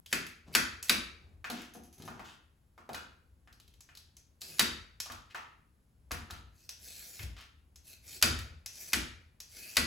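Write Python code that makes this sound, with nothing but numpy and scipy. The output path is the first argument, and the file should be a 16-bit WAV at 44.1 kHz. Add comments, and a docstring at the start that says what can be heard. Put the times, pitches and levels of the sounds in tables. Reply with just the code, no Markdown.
"""A hand peeler strips a cucumber over a plastic board on a stone counter, in a hard-walled kitchen.
First the swivel blade ticks (short resonant noise bursts), hisses through wet skin (dense random grains
through wandering resonances) and the peeler clacks onto the board (damped modes), as after most later strokes.
Then hands rub and rustle through the peels (sparser grains) and lean on the board (low noise swells), and soft
knocks follow (pitched mode clusters). A diffuse reverberant tail and faint room noise lie under it all."""
import sys
import numpy as np
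from scipy import signal
from scipy.fft import rfft, irfft
from scipy.io import wavfile

SR = 44100
rng = np.random.default_rng(int(sys.argv[2]) if len(sys.argv) > 2 else 0)


def int16_out(signal):
    """Quantize to a 16-bit WAV file."""
    q = np.round(np.clip(np.atleast_2d(signal).T, -1, 1) * 32767)
    wavfile.write(sys.argv[1], SR, q.astype(np.int16))


N = 434826
TIME = np.arange(N) / SR

# spectrum of the board's low modes: f/Hz, relative density level/dB
BOARD_THUMP = [(90, -17.5), (160, -8), (210, -3.5), (238, 3), (275, -8.5), (330, -2.5), (430, -16.5),
               (800, -27)]
# spectrum of the counter's lowest modes: f/Hz, relative density level/dB
COUNTER_THUD = [(25, -27), (55, 0), (80, 3), (110, -10.5), (300, -30)]


def from_db(db):
    """Amplitude ratio of a level: 20 dB for each factor of ten."""
    return 10 ** (np.asarray(db) / 20)


def rms_one(x):
    """Normalisation to unit effective value."""
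    return x / np.sqrt(np.mean(x ** 2) + 1e-20)


def at_hz(points, hz):
    """Interpolation along a logarithmic frequency axis, on which equal intervals are equal ratios."""
    f, value = np.transpose(points)
    return np.interp(np.log(np.maximum(hz, 1)), np.log(f), value)


def coloured(x, colour, ring_hz=1000, ring_db=0, octaves=.2):
    """Linear filtering: the spectrum is multiplied by a response with one optional resonance; rms 1."""
    hz = np.maximum(np.fft.rfftfreq(x.shape[-1], 1 / SR), 1)
    lowest_hz, highest_hz = colour[0][0], colour[-1][0]
    low_skirt = 1 + (lowest_hz / 2 / hz) ** 4
    high_skirt = 1 + (hz / 2 / highest_hz) ** 4
    skirts = 1 / np.sqrt(low_skirt * high_skirt)
    peak_db = ring_db / (1 + (np.log2(hz / ring_hz) / octaves) ** 2)
    response = skirts * from_db(at_hz(colour, hz) + peak_db)
    return rms_one(irfft(rfft(x) * response, x.shape[-1]))


def swell(rise_s, decay_s, size):
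    """Exponential build-up and decay of energy after a blow; maximum 1."""
    t = np.arange(size) / SR
    rise = 1 - np.exp(-t / max(rise_s, 1e-5))
    shape = rise * np.exp(-t / max(decay_s, 1e-4))
    return shape / shape.max()


def burst(colour, rise_s, decay_s, **resonant):
    """High modal density: one blow excites crowded damped modes; rows: direct sound, sound into the room."""
    shape = swell(rise_s, decay_s, size=4096)
    direct = rms_one(coloured(rng.standard_normal(len(shape)), colour, **resonant) * shape)
    # summed over all directions, the peaks and gaps of the single modes partly even out
    even = coloured(signal.unit_impulse(len(shape), 128), colour, **resonant)
    radiated = rms_one(even + .35 * direct)
    return np.array([direct, radiated]) * np.sqrt(np.mean(shape ** 2))


def boom(colour, rise_s, decay_s):
    """Slow build-up of low modes of board, counter and room: independent noise in left and right."""
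    shape = swell(rise_s, decay_s, size=32768)
    noise = coloured(rng.standard_normal((2, len(shape))), colour)
    return rms_one(noise * shape) * np.sqrt(np.mean(shape ** 2))


def ring(modes, spread_db):
    """Modal superposition: damped sinusoids struck with a new strength each time; two equal rows."""
    t = np.arange(SR // 4) / SR
    tones = []
    for hz, db, t60 in modes:
        strength_db = db + spread_db * rng.standard_normal()
        decay = from_db(strength_db - 60 * t / max(t60, .005))
        tones.append(decay * np.sin(2 * np.pi * hz * t))
    polarity = rng.choice([-1, 1], len(modes))
    return np.tile(polarity @ np.array(tones), (2, 1))


def add(track, s, db, sound):
    """Linear superposition of a two-row sound at a time and gain."""
    start = max(round(s * SR), 0)
    track[:, start:start + sound.shape[1]] += from_db(db) * sound[:, :N - start]


def drift(per_s):
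    """Slow random modulation: straight lines between random knots; rms 1."""
    knots = rng.standard_normal(int(N / SR * per_s) + 3)
    return rms_one(np.interp(TIME * per_s, np.arange(len(knots)), knots))


def grains(per_s, spread_db):
    """Shot noise: random clicks of uneven size and either sign."""
    sizes = from_db(spread_db * np.minimum(rng.exponential(1, N), 4))
    return (rng.random(N) < per_s / SR) * sizes * rng.choice([-1, 1], N)


def bands(x, edges):
    """Band-pass analysis into neighbouring bands: (centre Hz, band)."""
    for low, high in zip(edges, edges[1:]):
        band_pass = signal.butter(2, [low, high], "band", fs=SR, output="sos")
        yield np.sqrt(low * high), signal.sosfilt(band_pass, x)


def patchy(x, patchy_db, per_s):
    """Independent random modulation of each band, so the hiss and crackle are uneven in colour; rms 1."""
    edges = np.linspace(10, 130, 22) ** 2
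    total = 0
    for k, (_, band) in enumerate(bands(x, edges)):
        # neighbouring bands alternate in sign
        total = total + band * from_db(patchy_db * drift(per_s)) * (-1) ** k
    return rms_one(total)


def resonance(x, centre_hz, width_hz):
    """Heterodyne resonator: shift the moving centre to zero frequency, low-pass, and shift back."""
    turn = np.exp(2j * np.pi * np.cumsum(centre_hz) / SR)
    r = np.exp(-np.pi * width_hz / SR)
    return (turn * signal.lfilter([1 - r], [1, -r], x / turn)).real


def pushes(rows):
    """Sliding gain follows a hand movement that speeds up quickly and slows to a stop."""
    peak_share = 0.15  # part of the length at which the push is fastest
    gain = 0
    for s, length_s, db in rows:
        speed = np.interp((TIME - s) / length_s, [0, peak_share, 1], [0, 1, 0])
        gain = gain + from_db(db) * np.sin(np.pi / 2 * speed)
    return gain


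def quiet_house():
    """Stationary background noise over a randomly modulated low rumble."""
    # room noise: f/Hz, relative density level/dB
    room_noise = [(25, -8), (55, 1), (80, -1), (220, -11), (600, -24.5), (2300, -34), (6000, -38),
                  (11000, -31), (13500, -38.5)]
    air = from_db(-66) * coloured(rng.standard_normal((2, N)), room_noise)
    rumble_db = -65.5 + 3.0 * drift(per_s=4.1)
    rumble = from_db(rumble_db) * coloured(rng.standard_normal((2, N)), COUNTER_THUD)
    return air + rumble


def ticks():
    """Impact excitation: the loose blade flips on its stop, peel snaps; free of the skin it rattles on its pivot."""
    # swivel blade flipping and biting, peel snapping: t/s, level/dB before the offset below, f/Hz
    flips = [(0.0603, -36, 3140), (0.2652, -32.5, 2120), (0.827, -25.5, 6770), (1.5, -25.5, 3600),
             (1.6169, -38.5, 2270), (2.021, -38, 3830), (2.249, -49, 3570), (2.9314, -34, 4170),
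             (2.946, -28.5, 4000), (3.5264, -46, 4500), (3.5992, -44, 3600), (3.678, -48.5, 3880),
             (3.738, -51, 3640), (3.806, -39.5, 6630), (3.951, -40.5, 4400), (3.9719, -36, 4310),
             (4.1674, -40, 6300), (4.4163, -28, 4426), (5.0012, -20, 5400), (5.057, -36, 4035),
             (5.1184, -32, 3520), (6.115, -22, 2040), (6.307, -31, 3900), (6.691, -26.5, 5420),
             (7.23, -34, 3500), (7.409, -44.5, 2820), (7.758, -40, 6340), (8.3886, -30, 1960),
             (8.66, -25, 5860), (9.402, -30, 5650)]
    # loose blade jingling as the peeler is laid down: t/s, first-bounce gain/dB
    jingles = [(1.737, -57), (1.834, -62.5), (1.927, -61.5), (1.981, -61.5), (2.052, -57)]
    # resonances of the steel blade: f/Hz
    blade_modes = [6260, 11000, 13700]
    # tick spectrum: f/Hz, relative density level/dB
    tick_colour = [(400, -16), (1200, -11.5), (2500, -5.5), (5500, -3.5), (9000, -5.5), (11500, -2),
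                   (16000, -12.5)]
    out = np.zeros((2, N))
    for s, db, pitch_hz in flips:
        tick = burst(tick_colour, 0.00077, 0.0041, ring_hz=pitch_hz, ring_db=8.5, octaves=.3)
        add(out, s, db - 10.5, tick)
    bounce_s = 0.0089
    for s, db in jingles:
        for bounce in range(3):
            for hz in blade_modes:
                tinkle = burst(tick_colour, .0005, .005, ring_hz=hz, ring_db=18, octaves=.07)
                add(out, s + bounce * bounce_s, db - 3 * bounce, tinkle)
    return out


def pulls():
    """Cutting effort: a stroke runs up, bites, holds steady and decays as the strip comes free."""
    # blade pulled through the skin: t/s, length/s, run-up/s, steady effort level/dB
    strokes = [(0.076, 0.043, 0.051, -57), (0.522, 0.029, 0.017, -55), (0.822, 0.073, .008, -55.5),
               (4.404, .173, 0.015, -55.5), (6.488, 0.17, 0.14, -67.5), (6.764, 0.47, 0.11, -54.5),
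               (7.828, 0.11, .06, -58.5), (8.001, 0.17, 0.14, -52), (8.666, 0.24, 0.15, -53.5),
               (9.437, 0.32, 0.17, -53.5)]
    # the edge meets extra resistance until it is under the skin, so a sudden pull starts with a rasp
    bite_db, bite_s, release_s = 11.5, 0.014, 0.0086
    effort = np.zeros(N)
    for s, length_s, run_up_s, db in strokes:
        t = np.maximum(TIME - s, 0)
        speed = np.sin(np.pi / 2 * np.minimum(t / run_up_s, 1)) ** 2
        release = np.exp(-np.maximum(t - length_s, 0) / release_s)
        effort += from_db(db + bite_db * np.exp(-t / bite_s)) * speed * release
    return effort


def slicing():
    """Shot noise of bursting cells merges into a hiss; damped blade resonances wander with the load."""
    # hiss of the wet skin: f/Hz, relative density level/dB
    skin_colour = [(150, 1), (650, -4), (1050, -24), (1600, -4), (2500, -10), (3300, -4), (5000, 2.5),
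                   (7300, -0.5), (11600, 5.5), (15300, 0.5), (16000, -11)]
    # mean resonances of the blade while it is loaded by the skin: f/Hz
    loaded_blade = [2500, 4470, 5805, 7300]
    cells = patchy(grains(per_s=2800, spread_db=3.2), patchy_db=3.1, per_s=36)
    resonant = 0
    for hz in loaded_blade:
        centre_hz = hz * (1 + .05 * drift(per_s=11))
        strength = from_db(3 * drift(per_s=18))
        resonant = resonant + strength * resonance(cells, centre_hz, width_hz=260)
    catching = from_db(1.3 * drift(per_s=170))  # the blade catches unevenly
    hiss = coloured(cells, skin_colour) + from_db(-7) * rms_one(resonant)
    return pulls() * catching * hiss


def strikes():
    """Impact response: after a faint click the frame clicks, the board clacks, rebounds and thumps."""
    # peeler striking the board: t/s, reference level/dB, clack re reference level/dB, frame f/Hz
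    blows = [(0.126, -11, -15.5, 2200), (0.549, -4, -18, 1496), (0.894, -4.5, -21, 3732),
             (4.593, -4, -24, 3800), (4.605, -20.5, -11, 1937), (8.224, -2, -25.5, 4690),
             (8.931, -7.5, -25, 2120), (9.767, -4.5, -21.5, 4630)]
    # frame click: f/Hz, relative density level/dB
    click_colour = [(400, -23), (1200, -6), (2800, -3), (4900, -2), (6500, -4.5), (11300, -3.5),
                    (14000, -10.5), (15100, -14), (16000, -22.5)]
    # board clack: f/Hz, relative density level/dB
    clack_colour = [(250, -20.5), (500, -5), (800, -12.5), (1100, -8), (1450, 0.5), (1750, -1.5),
                    (2400, -0.5), (3200, -15), (6000, -28)]
    # modes of the peeler on the board: f/Hz, mean relative level/dB, t60/s
    peeler_modes = [(1323, -11, 0.19), (1516, -6, .07), (1972, -3, 0.13), (2338, -0.5, 0.037),
                    (3740, -6, .04), (4610, -1, 0.057), (11000, -1.5, .03), (15030, -4, .04)]
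    upright_from_s = 6.1
    hit, body = np.zeros((2, 2, N))
    for s, db, clack_db, ring_hz in blows:
        # a faint click just before each blow
        faint_click = burst(click_colour, 0.00041, 0.0028, ring_hz=ring_hz, ring_db=1.5, octaves=.2)
        add(hit, s - .009, db - 36.0, faint_click)
        click = burst(click_colour, 0.00033, 0.005, ring_hz=ring_hz, ring_db=6.0, octaves=0.14)
        add(hit, s + .001, db - 11.5, click)
        clack = burst(clack_colour, 0.00013, 0.0084, ring_hz=ring_hz, ring_db=4.5, octaves=0.19)
        add(hit, s + .001, db + clack_db - 2.5, clack)
        rebound = burst(clack_colour, 0.00033, .005)
        add(hit, s + .012, db - 24, rebound)
        add(hit, s + 0.0022, db - 24, ring(peeler_modes, spread_db=2.5))
        # the thump comes from the weight of the hand, so it grows only half as fast as the click
        add(body, s, -35 + .5 * db, boom(BOARD_THUMP, 0.032, .06))
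        # the cucumber, once stood on end, carries more of the blow into the counter
        thud_db = db - 44.5 + 11.5 * (s > upright_from_s)
        add(body, s, thud_db, boom(COUNTER_THUD, 0.069, 0.11))
    return hit, body


def sweeping():
    """Friction as shot noise: wet peels crackle while the rubbing hand wakes a hollow resonance."""
    # wet peels pushed aside or dropped: t/s, length/s, level/dB before the offset below
    rustles = [(1.53, 0.18, -50), (2.24, .14, -53.5), (5.3, 0.04, -55.5), (6.33, 0.075, -57),
               (7.36, 0.11, -51)]
    # hand and cucumber sliding on the board: t/s, length/s, level/dB before the offset below
    rubs = [(0.46, 0.13, -46.5), (1.17, 0.23, -60), (1.97, 0.31, -44), (4.41, 0.14, -52),
            (6.17, 0.27, -55.5), (7.24, 0.15, -60.5)]
    # spectrum of the peels: f/Hz, relative density level/dB
    rustle_colour = [(900, -6.5), (1500, 2), (3200, 1.5), (6000, -7), (16000, -19.5)]
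    # spectrum of the rubbing: f/Hz, relative density level/dB
    rub_colour = [(120, 9.5), (300, 8), (550, -2.5), (950, -8), (3000, -16)]
    crackle = patchy(grains(per_s=1100, spread_db=1.3), patchy_db=2.0, per_s=15)
    rustle = from_db(-3) * pushes(rustles) * coloured(crackle, rustle_colour)
    friction = grains(per_s=710, spread_db=2.5)
    hollow = coloured(friction, rub_colour, ring_hz=810, ring_db=6.5, octaves=0.046)
    return rustle + from_db(-10.5) * pushes(rubs) * hollow


def leaning():
    """Low-frequency forced response: hand weight shifts on the board and the counter answers with a swell."""
    # hands leaning on the board, cucumber shifting its weight: t/s, length/s, peak gain/dB
    leans = [(1.2, 0.29, -52), (6.38, 0.24, -54), (7.95, 0.45, -59), (9.25, 0.28, -67)]
    return pushes(leans) * coloured(rng.standard_normal((2, N)), COUNTER_THUD)


def knocks():
    """Position-dependent modal excitation: the spot hit sets the pitch of a cluster of short modes."""
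    # cucumber, hand and handle bumping the board; levels are before the offsets below:
    # t/s, knock level/dB, counter thud level/dB, board thump level/dB, f/Hz
    bumps = [(1.443, -30, -74, -66, 1630), (1.5, -34.5, -70, -42, 760), (1.75, -45.5, -66, -50.5, 730),
             (2.077, -35, -72, -57.5, 990), (2.194, -37, -70, -57.5, 1070),
             (2.778, -44.5, -76, -64.5, 1060), (2.891, -33.5, -56, -50.5, 716),
             (2.944, -32, -69, -57.5, 1490), (3.474, -50.5, -83, -71, 1560),
             (3.889, -49.5, -87.5, -88, 1680), (5.058, -42, -77, -70, 1170), (5.099, -35, -51.5, -60, 1200),
             (5.346, -29.5, -72, -63.5, 1340), (6.109, -30, -42, -48.5, 1280),
             (6.301, -38, -48.5, -59.5, 1300), (7.193, -37, -39.5, -63.5, 2170)]
    # spectrum of a soft knock: f re its pitch (ratio), relative density level/dB
    knock_colour = [(.3, -16), (.6, -4.5), (1, 3), (1.7, -6), (2.7, -14), (9, -25)]
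    # hollow modes of the board: f/Hz, mean relative level/dB, t60/s
    board_modes = [(243, 0, 0.45), (482.6, -1.5, 0.4), (719, -0.5, 0.57), (775, -5, 0.4)]
    hit, body = np.zeros((2, 2, N))
    for s, db, thud_db, thump_db, pitch_hz in bumps:
        cluster = [(hz, 0, 26 / hz) for hz in pitch_hz * np.geomspace(.76, 1.16, 5)]
        colour = [(multiple * pitch_hz, level_db) for multiple, level_db in knock_colour]
        add(hit, s, db - 7.0, burst(colour, 0.00025, 0.0054))
        add(body, s + 0.00094, db - 21, ring(cluster, spread_db=3.5))
        add(body, s, thump_db - 5.5, ring(board_modes, spread_db=1.5))
        add(body, s, thump_db + 0.5, boom(BOARD_THUMP, 0.014, 0.08))
        add(body, s, thud_db, boom(COUNTER_THUD, 0.038, 0.08))
    return hit, body


def kitchen(x):
    """Diffuse-field reverberation: noise tails, independent at each ear, decay faster in the treble."""
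    # reverberation time of the kitchen: f/Hz, t60/s
    reverberation = [(260, 0.74), (700, 0.4752), (1840, 0.55), (4850, 0.45), (13000, 0.28)]
    t = np.arange(SR) / SR
    edges, tail = np.geomspace(40, 17000, 15), 0
    for k in range(len(edges) - 1):
        (hz, band), = bands(rng.standard_normal((2, SR)), edges[k:k + 2])
        tail = tail + band * np.exp(-np.log(1000) * t / at_hz(reverberation, hz))
    build_up_s = 0.0019
    build_up = 1 - np.exp(-(t / build_up_s) ** 2)
    tail = rms_one(tail * build_up) / np.sqrt(SR)
    return signal.fftconvolve(x[None], tail, axes=1)[:, :N]


def scene():
    """Superposition of direct and reverberant fields; each source feeds the room at its own gain."""
    (strike, strike_out), strike_body = strikes()
    (knock, knock_out), knock_body = knocks()
    (blade, blade_out), hiss, sweep = ticks(), slicing(), sweeping()
    board_to_room = from_db(-2.0) * strike_out + from_db(5.0) * knock_out + from_db(-1.5) * sweep
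    blade_to_room = from_db(0.5) * blade_out + hiss
    direct = strike + knock + blade + hiss + sweep
    low_modes = strike_body + knock_body + leaning()
    return direct + low_modes + kitchen(board_to_room + blade_to_room) + quiet_house()


def record(dry):
    """Mid-side stereophony: narrow in the bass, treble nearly mono apart from a turning phase."""
    # stereo width: f/Hz, side gain/dB
    width = [(60, -18), (125, -12), (250, -9.5), (1200, 1), (2000, -3), (6000, -4), (7200, -34.5)]
    hz = np.fft.rfftfreq(N, 1 / SR)
    left, right = rfft(dry)
    mid = (left + right) / 2
    side = (left - right) / 2 * from_db(at_hz(width, hz))
    # raises the left and lowers the right by the same level: f/Hz, level/dB
    lean = from_db(at_hz([(250, 1.2), (1000, .1), (2200, .9), (5000, .9), (7000, .1)], hz))
    # above 7150 Hz the left channel's phase turns steadily against the right
    phase_turn = np.exp(-2j * np.pi * np.maximum(hz - 7150, 0) * .000243)
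    pair = irfft(np.array([(mid + side) * lean * phase_turn, (mid - side) / lean]), N)
    cutoff_hz = 16300
    low_pass = signal.ellip(10, .3, 80, cutoff_hz, fs=SR, output="sos")
    return signal.sosfilt(low_pass, pair)


dry = scene()
out = record(dry)
int16_out(out)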